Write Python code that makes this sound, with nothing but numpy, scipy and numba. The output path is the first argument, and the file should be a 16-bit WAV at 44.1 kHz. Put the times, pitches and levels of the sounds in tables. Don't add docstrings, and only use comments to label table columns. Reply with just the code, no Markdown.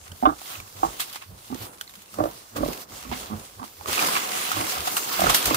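import sys
import numpy as np
from scipy import signal
from scipy.io import wavfile
from scipy.ndimage import uniform_filter1d
from numba import njit

SR = 44100
rng = np.random.default_rng(int(sys.argv[2]) if len(sys.argv) > 2 else 0)


def wav_out(sig):
    wavfile.write(sys.argv[1], SR, np.round(np.clip(np.atleast_2d(sig).T, -1, 1) * 32767).astype(np.int16))


N = 245195
T = np.arange(N) / SR
PORT_LAG_S = .0007
NEAR_LAG_S = .0003

# start_s, crackle_db
STIR = [(0.0, -53), (0.24, -44.5), (0.36, -46.5), (0.51, -37), (0.71, -48.5), (0.83, -39), (0.96, -42),
        (1.1, -42), (1.3, -53.5), (1.63, -39.5), (1.72, -49), (2.0, -49), (2.2, -43.5), (2.55, -50.5),
        (2.68, -35), (2.82, -39.5), (2.87, -56), (2.905, -42.5), (3.2, -39), (3.45, -47.5), (3.86, -48),
        (3.884, -30.5), (4.01, -23), (4.1, -26.5), (4.45, -28.5), (4.78, -29), (4.835, -32), (4.95, -31),
        (5.1, -29), (5.28, -25), (5.4, -27), (5.56, -24.5)]
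# peak_s, low_db, scrape_db, tone_hz
LOW_HUMS_AND_THUDS = [(0.0, -51, -55, 79), (0.119, -42.5, -54, 87), (0.281, -34.5, -41, 57),
                      (0.599, -44.5, -52, 102.5), (0.783, -44, -47.5, 100), (0.853, -37.5, -40, 51),
                      (1.318, -40, -51.5, 93), (1.53, -44, -52, 107), (1.621, -41.5, -40.5, 104),
                      (1.989, -52, -61, 195), (2.198, -41, -35, 216), (2.219, -35.5, -52, 109),
                      (2.259, -42, -70, 52), (2.577, -43, -36.5, 104), (2.599, -33, -55, 225),
                      (2.63, -31, -52, 43.5), (2.698, -39.5, -36, 156), (2.928, -44.5, -46, 209),
                      (3.098, -37, -52, 60.6), (3.129, -42, -49, 179), (3.221, -47, -41.5, 60),
                      (3.334, -31, -40.5, 99), (3.598, -47.5, -45.5, 96.5), (3.808, -51, -48.5, 88),
                      (3.89, -42, -34, 80), (4.03, -44, -31.5, 150), (4.597, -34.5, -33, 102),
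                      (4.801, -43, -55, 73), (5.235, -31, -49, 191), (5.269, -29, -25, 45.6),
                      (5.481, -35.5, -28.5, 57), (5.55, -38, -34, 55)]


def undb(db):
    return 10 ** (np.asarray(db) / 20)


def unit(x):
    return x / np.sqrt(np.mean(x ** 2))


@njit
def svf(x, hz, width_hz):
    y, band, low = np.empty(len(x)), 0., 0.
    g, k = np.tan(np.pi * hz / SR), width_hz / hz
    for i in range(len(x)):
        v = (band + g * (x[i] + 1e-18 - low)) / (1 + g * (g + k))
        band, low, y[i] = 2 * v - band, low + 2 * g * v, k * v
    return y


def walk(rate_hz):
    k = int(SR / rate_hz)
    held = np.repeat(rng.standard_normal(N // k + 1), k)
    return 0.61 * uniform_filter1d(held, k)[:N]


def ports(x, lag_s, pan_db):
    i = np.arange(len(x))
    late = np.interp(i - lag_s * SR, i, x)
    return np.array([x * undb(pan_db / 2), late * undb(-pan_db / 2)])


def colour(spectrum, hz):
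    f_hz, density_db = np.transpose(spectrum)
    return np.interp(np.log(hz), np.log(f_hz), density_db) + 10 * np.log10(hz)


def swells(start_s, peak_db, rise_db_s, fall_db_s, under_db):
    late_s = T - np.array(start_s)[:, None]
    slope_db_s = np.where(late_s < 0, -rise_db_s, fall_db_s)
    each_db = np.array(peak_db)[:, None] - slope_db_s * late_s
    return 10 * np.log10(undb(2 * under_db) + undb(2 * each_db).sum(axis=0))


def grains(hz, rate_hz, spread_db, aside, share=0.67):
    when, size, angle, sign = rng.random((int(rate_hz * N / SR), 4)).T
    size = undb(-spread_db * np.log(size + 0.0037)) * np.where(sign < .5, -1, 1)
    angle = 2 * angle - 1
    lag = np.sign(angle) * (aside + (1 - aside) * abs(angle)) * PORT_LAG_S * SR / 2
    trains = []
    for side in (-1, 1):
        place = np.clip(when * N + side * lag, 0, N - 1).astype(int)
        trains.append(np.bincount(place, size, N))
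    width_hz = hz * share
    return unit(np.array([svf(svf(x, hz, width_hz), hz, width_hz) for x in trains]))


def ring(x, modes):
    out = 0
    for k, (hz, width_hz, db) in enumerate(modes):
        once = svf(x, 1. * hz, 1. * width_hz)
        out = out + (-1) ** k * undb(db) * svf(once, 1. * hz, 1. * width_hz)
    return unit(out)


def sow():
    # mouth_db, chest_db,
    # resonance_rise_per_s, burst_s, pitch_hz, bursts_hz, roughness (0-1), snout_hz
    grunts = [(0.225, 0.0096, 0.016, 708, -20.5, -33, -7, 4.1, 0.016, 118, 30, .12, 740),
              (0.253, 0.0035, 0.0074, 351, -17, 5, -22, 1.27, 0.026, 150, 28, .12, 700),
              (0.269, 0.0063, 0.017, 602, -38, -7, 15, 0.4, 0.0085, 150, 24, .1, 680),
              (0.83, 0.0035, 0.004, 506, -17, -3.5, -12, 0.19, 0.0073, 156, 55, .08, 780),
              (1.5, 0.021, 0.029, 600, -41, -3, 5, 1.49, 0.0083, 118.6, 38, 0.4, 770),
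              (2.186, 0.00022, 0.019, 398, -29.5, -6, -2.5, 0.44, 0.0037, 150, 51, .15, 540),
              (2.203, 0.00094, 0.0022, 748, -17.5, -11, -3.5, 0.15, 0.011, 152, 105, .15, 600),
              (2.237, 0, 0.019, 528, -24.5, -10.5, -8, 3.9, 0.0073, 149, 56, .15, 560),
              (2.558, 0.027, 0.044, 594, -33.5, -1.5, 0, 0.64, 0.0062, 146, 42, .3, 520),
              (2.632, 0.007, 0.002, 415, -22, -10.5, -6.5, 0.41, 0.0023, 140, 37, .2, 600),
              (2.682, 0.0043, 0.002, 692, -31, -26, -2.5, 0.16, 0.0023, 120, 37, .15, 420),
              (3.049, 0.0019, 0.095, 406, -56, 6, 9, 0.27, 0.0046, 118, 27, 0.56, 524),
              (3.299, 0.03, 0.0083, 355, -43.5, 3.5, 8, 0.35, 0.07, 105, 9, .12, 780),
              (3.591, 0.038, 0.0094, 628, -42.5, 4.5, -2.5, 0.36, .007, 120, 43, 0.9, 835),
              (4.565, 0.0052, 0.047, 303, -43, 12.5, 4.5, 0.52, 0.0096, 149, 25, 0.21, 576),
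              (5.193, 0.039, 0.003, 400, -19, -8, -17.5, 0.43, 0.0025, 160, 42.5, .08, 680),
              (5.507, 0, 0.01, 354, -29, 2, 0, 0.37, 0.0046, 156.3, 52, 0.43, 585)]
    # centre_hz, width_hz, level_db
    mouth_modes = [(1098, 88, 7), (1270, 330, -10.5), (1564, 120, -13), (2060, 180, -31), (3500, 230, -8.5)]
    swell_db, release_span_db, lag_s = 8, 28.5, .00046
    snout_width_hz, chest_width_hz = 170, 120
    mouth_loss_db_s, chest_gain_db_s = 81, 66
    chest_carry = .35
    fold_filter = signal.butter(4, 2080, fs=SR)
    out = np.zeros((2, N))
    for (s, swell_s, hold_s, release_db_s, effort_db, mouth_db, chest_db, rise_per_s, burst_s,
         pitch_hz, bursts_hz, rough, snout_hz) in grunts:
        a = int(s * SR)
        rough, swell_s, hold_s = np.clip(rough, 0, 1), max(swell_s, 0), max(hold_s, 0)
        t = T[a:int((s + swell_s + hold_s + release_span_db / release_db_s) * SR)] - s

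        gaps_s = (1 + 0.091 * rough * rng.standard_normal(20)) / bursts_hz
        starts_s = np.cumsum(np.r_[0, gaps_s])
        latest = np.clip(np.searchsorted(starts_s, t, "right") - 1, 0, None)
        since_s = abs(t - starts_s[latest])

        breath = rng.standard_normal(14000)[:len(t)]
        waver = unit(svf(breath, 60., 48.))
        cycle = (since_s * pitch_hz + 0.15 * rough * waver) % 1
        folds = np.diff(np.exp(-cycle / 0.19), prepend=0)
        voice = signal.lfilter(*fold_filter, unit(folds) + 1.6 * rough * breath)
        burst = np.exp(-(since_s / burst_s) ** 2) + .2 * rough
        air = voice * burst

        snout = ring(air, [(snout_hz, snout_width_hz, 0)])
        mouth = undb(mouth_db - mouth_loss_db_s * t) * ring(air, mouth_modes)
        chest = ring(air + chest_carry * voice, [(2 * pitch_hz, chest_width_hz, 0)])
        chest = chest * undb(chest_db + chest_gain_db_s * t)

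        fast_s = t + rise_per_s * t ** 2 / 2
        head = np.interp(fast_s, t, snout + mouth, right=0)
        chest = np.interp(fast_s, t, chest, right=0)

        level_db = effort_db - swell_db * np.clip(1 - t / (swell_s + 1 / SR), 0, 1)
        level_db = level_db - release_db_s * np.clip(t - swell_s - hold_s, 0, None)
        heard = ports(head, lag_s, -6.5) + ports(chest, lag_s, -8.5)
        out[:, a:a + len(t)] += undb(level_db) * heard
    return out


def ticks(rate_hz, db):
    when, size = rng.random((int(rate_hz * N / SR), 2)).T
    train = np.bincount((when * N).astype(int), size ** 2, N)
    shape = signal.lfilter([1], [1, -np.exp(-1 / (0.003 * SR))], train)
    both = [svf(shape * rng.standard_normal(N), 2400., 6900.) for _ in range(2)]
    return undb(db) * unit(np.array(both))


def leaves():
    # centre_hz, density_db (per Hz)
    leaf_spectrum = [(650, -30), (1100, 2), (1730, -14.5), (2580, -3), (4740, -11), (11100, -14.5),
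                     (14700, -15), (15500, -18)]
    # peak_s, peak_db, paper_db (papery body minus crackle)
    crunches = [(0.067, -63.5, 16.5), (1.005, -23, -2.5), (1.134, -37, -7), (1.16, -36, -2.5),
                (1.222, -47, 9), (1.451, -48, -23), (1.812, -53, -12), (2.02, -41, -20), (2.567, -31.5, -3),
                (3.128, -41.5, 14), (3.644, -40.5, -4.5), (4.0, -27, -4), (4.07, -24, -9),
                (4.166, -35, 12.5), (4.53, -31, 2), (4.876, -33.5, 8), (4.971, -22, -5), (5.2, -43, 1),
                (5.299, -12, -8), (5.348, -12, -26), (5.47, -20.5, -14)]
    # centre_hz, level_db
    creases = [(750, 4.5), (1100, 1), (1280, -1.5), (2100, -2.5), (2700, -1), (4000, -8.5)]
    rise_db_s, fall_db_s = 1500, 503
    body_db, body_per_db, quiet_db = -9.5, 0.2765, -50
    crease_rate_hz, crease_db = 45, -4.5

    start_s, peak_db, paper_db = np.transpose(crunches)
    stir_db = np.interp(T, *np.transpose(STIR))
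    crackle_db = swells(start_s, peak_db, rise_db_s, fall_db_s, stir_db)
    stir_body_db = stir_db + body_db + body_per_db * (stir_db - quiet_db)
    body_level_db = swells(start_s, peak_db + paper_db, rise_db_s, fall_db_s, stir_body_db)
    excess_db = body_level_db - crackle_db

    rustle, side_db = 0, walk(6.)
    bristle_db = 3.3 * walk(25.007) + 1.02 * walk(77)
    for hz in 1190 * 2 ** np.arange(0, 4.1, .5):
        papery = np.clip(np.log2(5000 / hz), 0, 1)
        band_db = colour(leaf_spectrum, hz) + papery * excess_db + bristle_db + 4.4 * walk(12)
        pan_db = side_db - 4.6 * np.clip(np.log2(9000 / hz), 0, 1)
        both_db = band_db + np.array([pan_db, -pan_db]) / 2
        rustle = rustle + undb(both_db) * grains(min(hz, 15000.), 2.5 * hz, spread_db=0., aside=.3)

    pops = 0
    for hz, pop_db in creases:
        fold = grains(1. * hz, crease_rate_hz, spread_db=2., aside=0.52, share=0.12)
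        pops = pops + undb(pop_db) * fold
    mix = unit(rustle) + ticks(120, db=-9) + unit(pops) * undb(crease_db + excess_db)
    return mix * undb(crackle_db)


def snaps():
    # start_s, peak_db, ring_hz, splinter_db (against the ring)
    ribs = [(0.117, -27.5, 3040, 0), (0.415, -25, 786, -0.5), (0.553, -24, 2560, -18),
            (0.6, -23.5, 2300, -2.5), (0.999, -26, 3180, -20), (1.003, -14, 3300, -17),
            (1.127, -27, 9800, -14), (1.156, -30, 4300, 0), (1.158, -24.5, 850, -31),
            (1.81, -16.5, 3070, -1), (1.876, -30, 4140, -37), (1.893, -31, 3700, 0), (1.937, -33, 2090, 3),
            (1.953, -29.5, 3170, 7), (2.14, -26.5, 1230, 0), (2.563, -25, 1140, -16),
            (3.114, -17.5, 920, -22), (3.118, -20.5, 308, -18), (3.629, -22, 980, -21),
            (3.81, -24.5, 845, -30), (3.858, -18, 1180, -15), (3.978, -9, 2570, -15),
            (3.991, -6.5, 2400, -15), (4.062, -16, 1060, 14), (4.085, -15.5, 1030, -6),
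            (4.153, -9.5, 2270, -13), (4.171, -11, 2450, -7), (4.516, -9.5, 1300, -2.5),
            (4.855, -17, 1410, 5), (4.872, -18, 885, 7), (4.967, -9.5, 2810, 1), (5.203, -9, 1240, 7),
            (5.267, -5, 1360, -17), (5.296, -5, 1160, -6), (5.3, -8, 690, 0), (5.344, -6, 3000, 8),
            (5.455, -7, 2970, 21), (5.544, -5.5, 1300, 1)]
    rise_s, t60_s, width_hz = .000963, .038, 100
    undertone_from_hz = 1450
    out, t = np.zeros((2, N + 6000)), T[:6000]
    fade = (1 - np.exp(-t / rise_s)) ** 2 * undb(-60 * t / t60_s)
    for s, peak_db, hz, splinter_db in ribs:
        burst = rng.standard_normal((3, len(t))) * fade
        burst[0, int(rise_s * SR)] += 30
        tone = svf(burst[0], 1. * hz, width_hz + hz / 60)
        if hz > undertone_from_hz:
            tone = tone + svf(burst[0], hz / 2, 1. * width_hz)
        splinters = np.array([svf(x, 4900., 24000.) for x in burst[1:]])
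        snap = ports(unit(tone), NEAR_LAG_S, -6.5) + undb(splinter_db) * unit(splinters)
        a = int(s * SR)
        out[:, a:a + len(t)] += snap * undb(peak_db) / abs(snap).max()
    return out[:, :N]


def scuffle():
    # centre_hz, density_db (per Hz)
    soil_spectrum = [(15, -51), (25, -7), (95, -2.5), (253, -7.5), (296, -4.5), (770, -5.5), (885, 6),
                     (1150, -18), (1600, -28), (2080, -35), (3520, -120)]
    rise_db_s, low_fall_db_s, scrape_fall_db_s = 351, 241, 94
    rumble_db, broad_db = -63, -5
    stalks_db = -10
    peak_s, low_db, scrape_db, _ = np.transpose(LOW_HUMS_AND_THUDS)
    low_db = swells(peak_s, low_db + broad_db, rise_db_s, low_fall_db_s, rumble_db)
    drag_db = np.interp(T, *np.transpose(STIR)) + stalks_db
    scrape_db = swells(peak_s, scrape_db, rise_db_s, scrape_fall_db_s, drag_db)
    low, scrape, lumps_db = 0, 0, 1.8 * walk(8.6)
    for hz in 31 * 2 ** np.arange(0, 5.6, .5):
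        share = np.clip(np.log2(hz / 110), 0, 1)
        band_db = colour(soil_spectrum, hz) + lumps_db + 1.35 * walk(7.1)
        band = undb(band_db) * grains(hz, 400 + 3. * hz, spread_db=3.5, aside=0.15)
        low = low + (1 - share) * band
        scrape = scrape + share * band
    mix = unit(low) * undb(low_db) + unit(scrape) * undb(scrape_db)
    return mix * undb(np.array([[-1.7], [1.7]]))


def hums_and_thuds():
    rise_db_s, fall_db_s, waver_width_hz = 333, 297, 16
    lead = 8000
    out, t = np.zeros(N + 2 * lead), T[:2 * lead] - T[lead]
    slope_db_s = np.where(t < 0, -rise_db_s, fall_db_s)
    for s, low_db, _, hz in LOW_HUMS_AND_THUDS:
        waver = unit(svf(rng.standard_normal(len(t)), 1. * hz, 1. * waver_width_hz))
        tone = np.sin(2 * np.pi * (hz * t + rng.random())) + 0.69 * waver
        a = int(s * SR)
        out[a:a + len(t)] += tone * undb(low_db - slope_db_s * t)
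    return ports(out[lead:lead + N], NEAR_LAG_S, -3.2)


def walls(near):
    t60_s, level_db, top_hz = .11, -21, 2600
    t = T[:8000]
    tail = rng.standard_normal((2, len(t))) * undb(-60 * t / t60_s) * (t > .005)
    tail = signal.lfilter(*signal.butter(1, top_hz, fs=SR), tail)
    tail = tail / np.sqrt(np.sum(tail ** 2) / 2)
    return undb(level_db) * signal.fftconvolve(near, tail, axes=1)[:, :N]


def scene():
    near = sow() + snaps()
    return near + walls(near) + leaves() + scuffle() + hums_and_thuds()


def record(dry):
    bass_cut = signal.butter(2, 32, "high", fs=SR, output="sos")
    top_cut = signal.ellip(12, .2, 85, 15600, fs=SR, output="sos")
    return signal.sosfilt(top_cut, signal.sosfilt(bass_cut, np.tanh(dry)))


dry = scene()
out = record(dry)
wav_out(out)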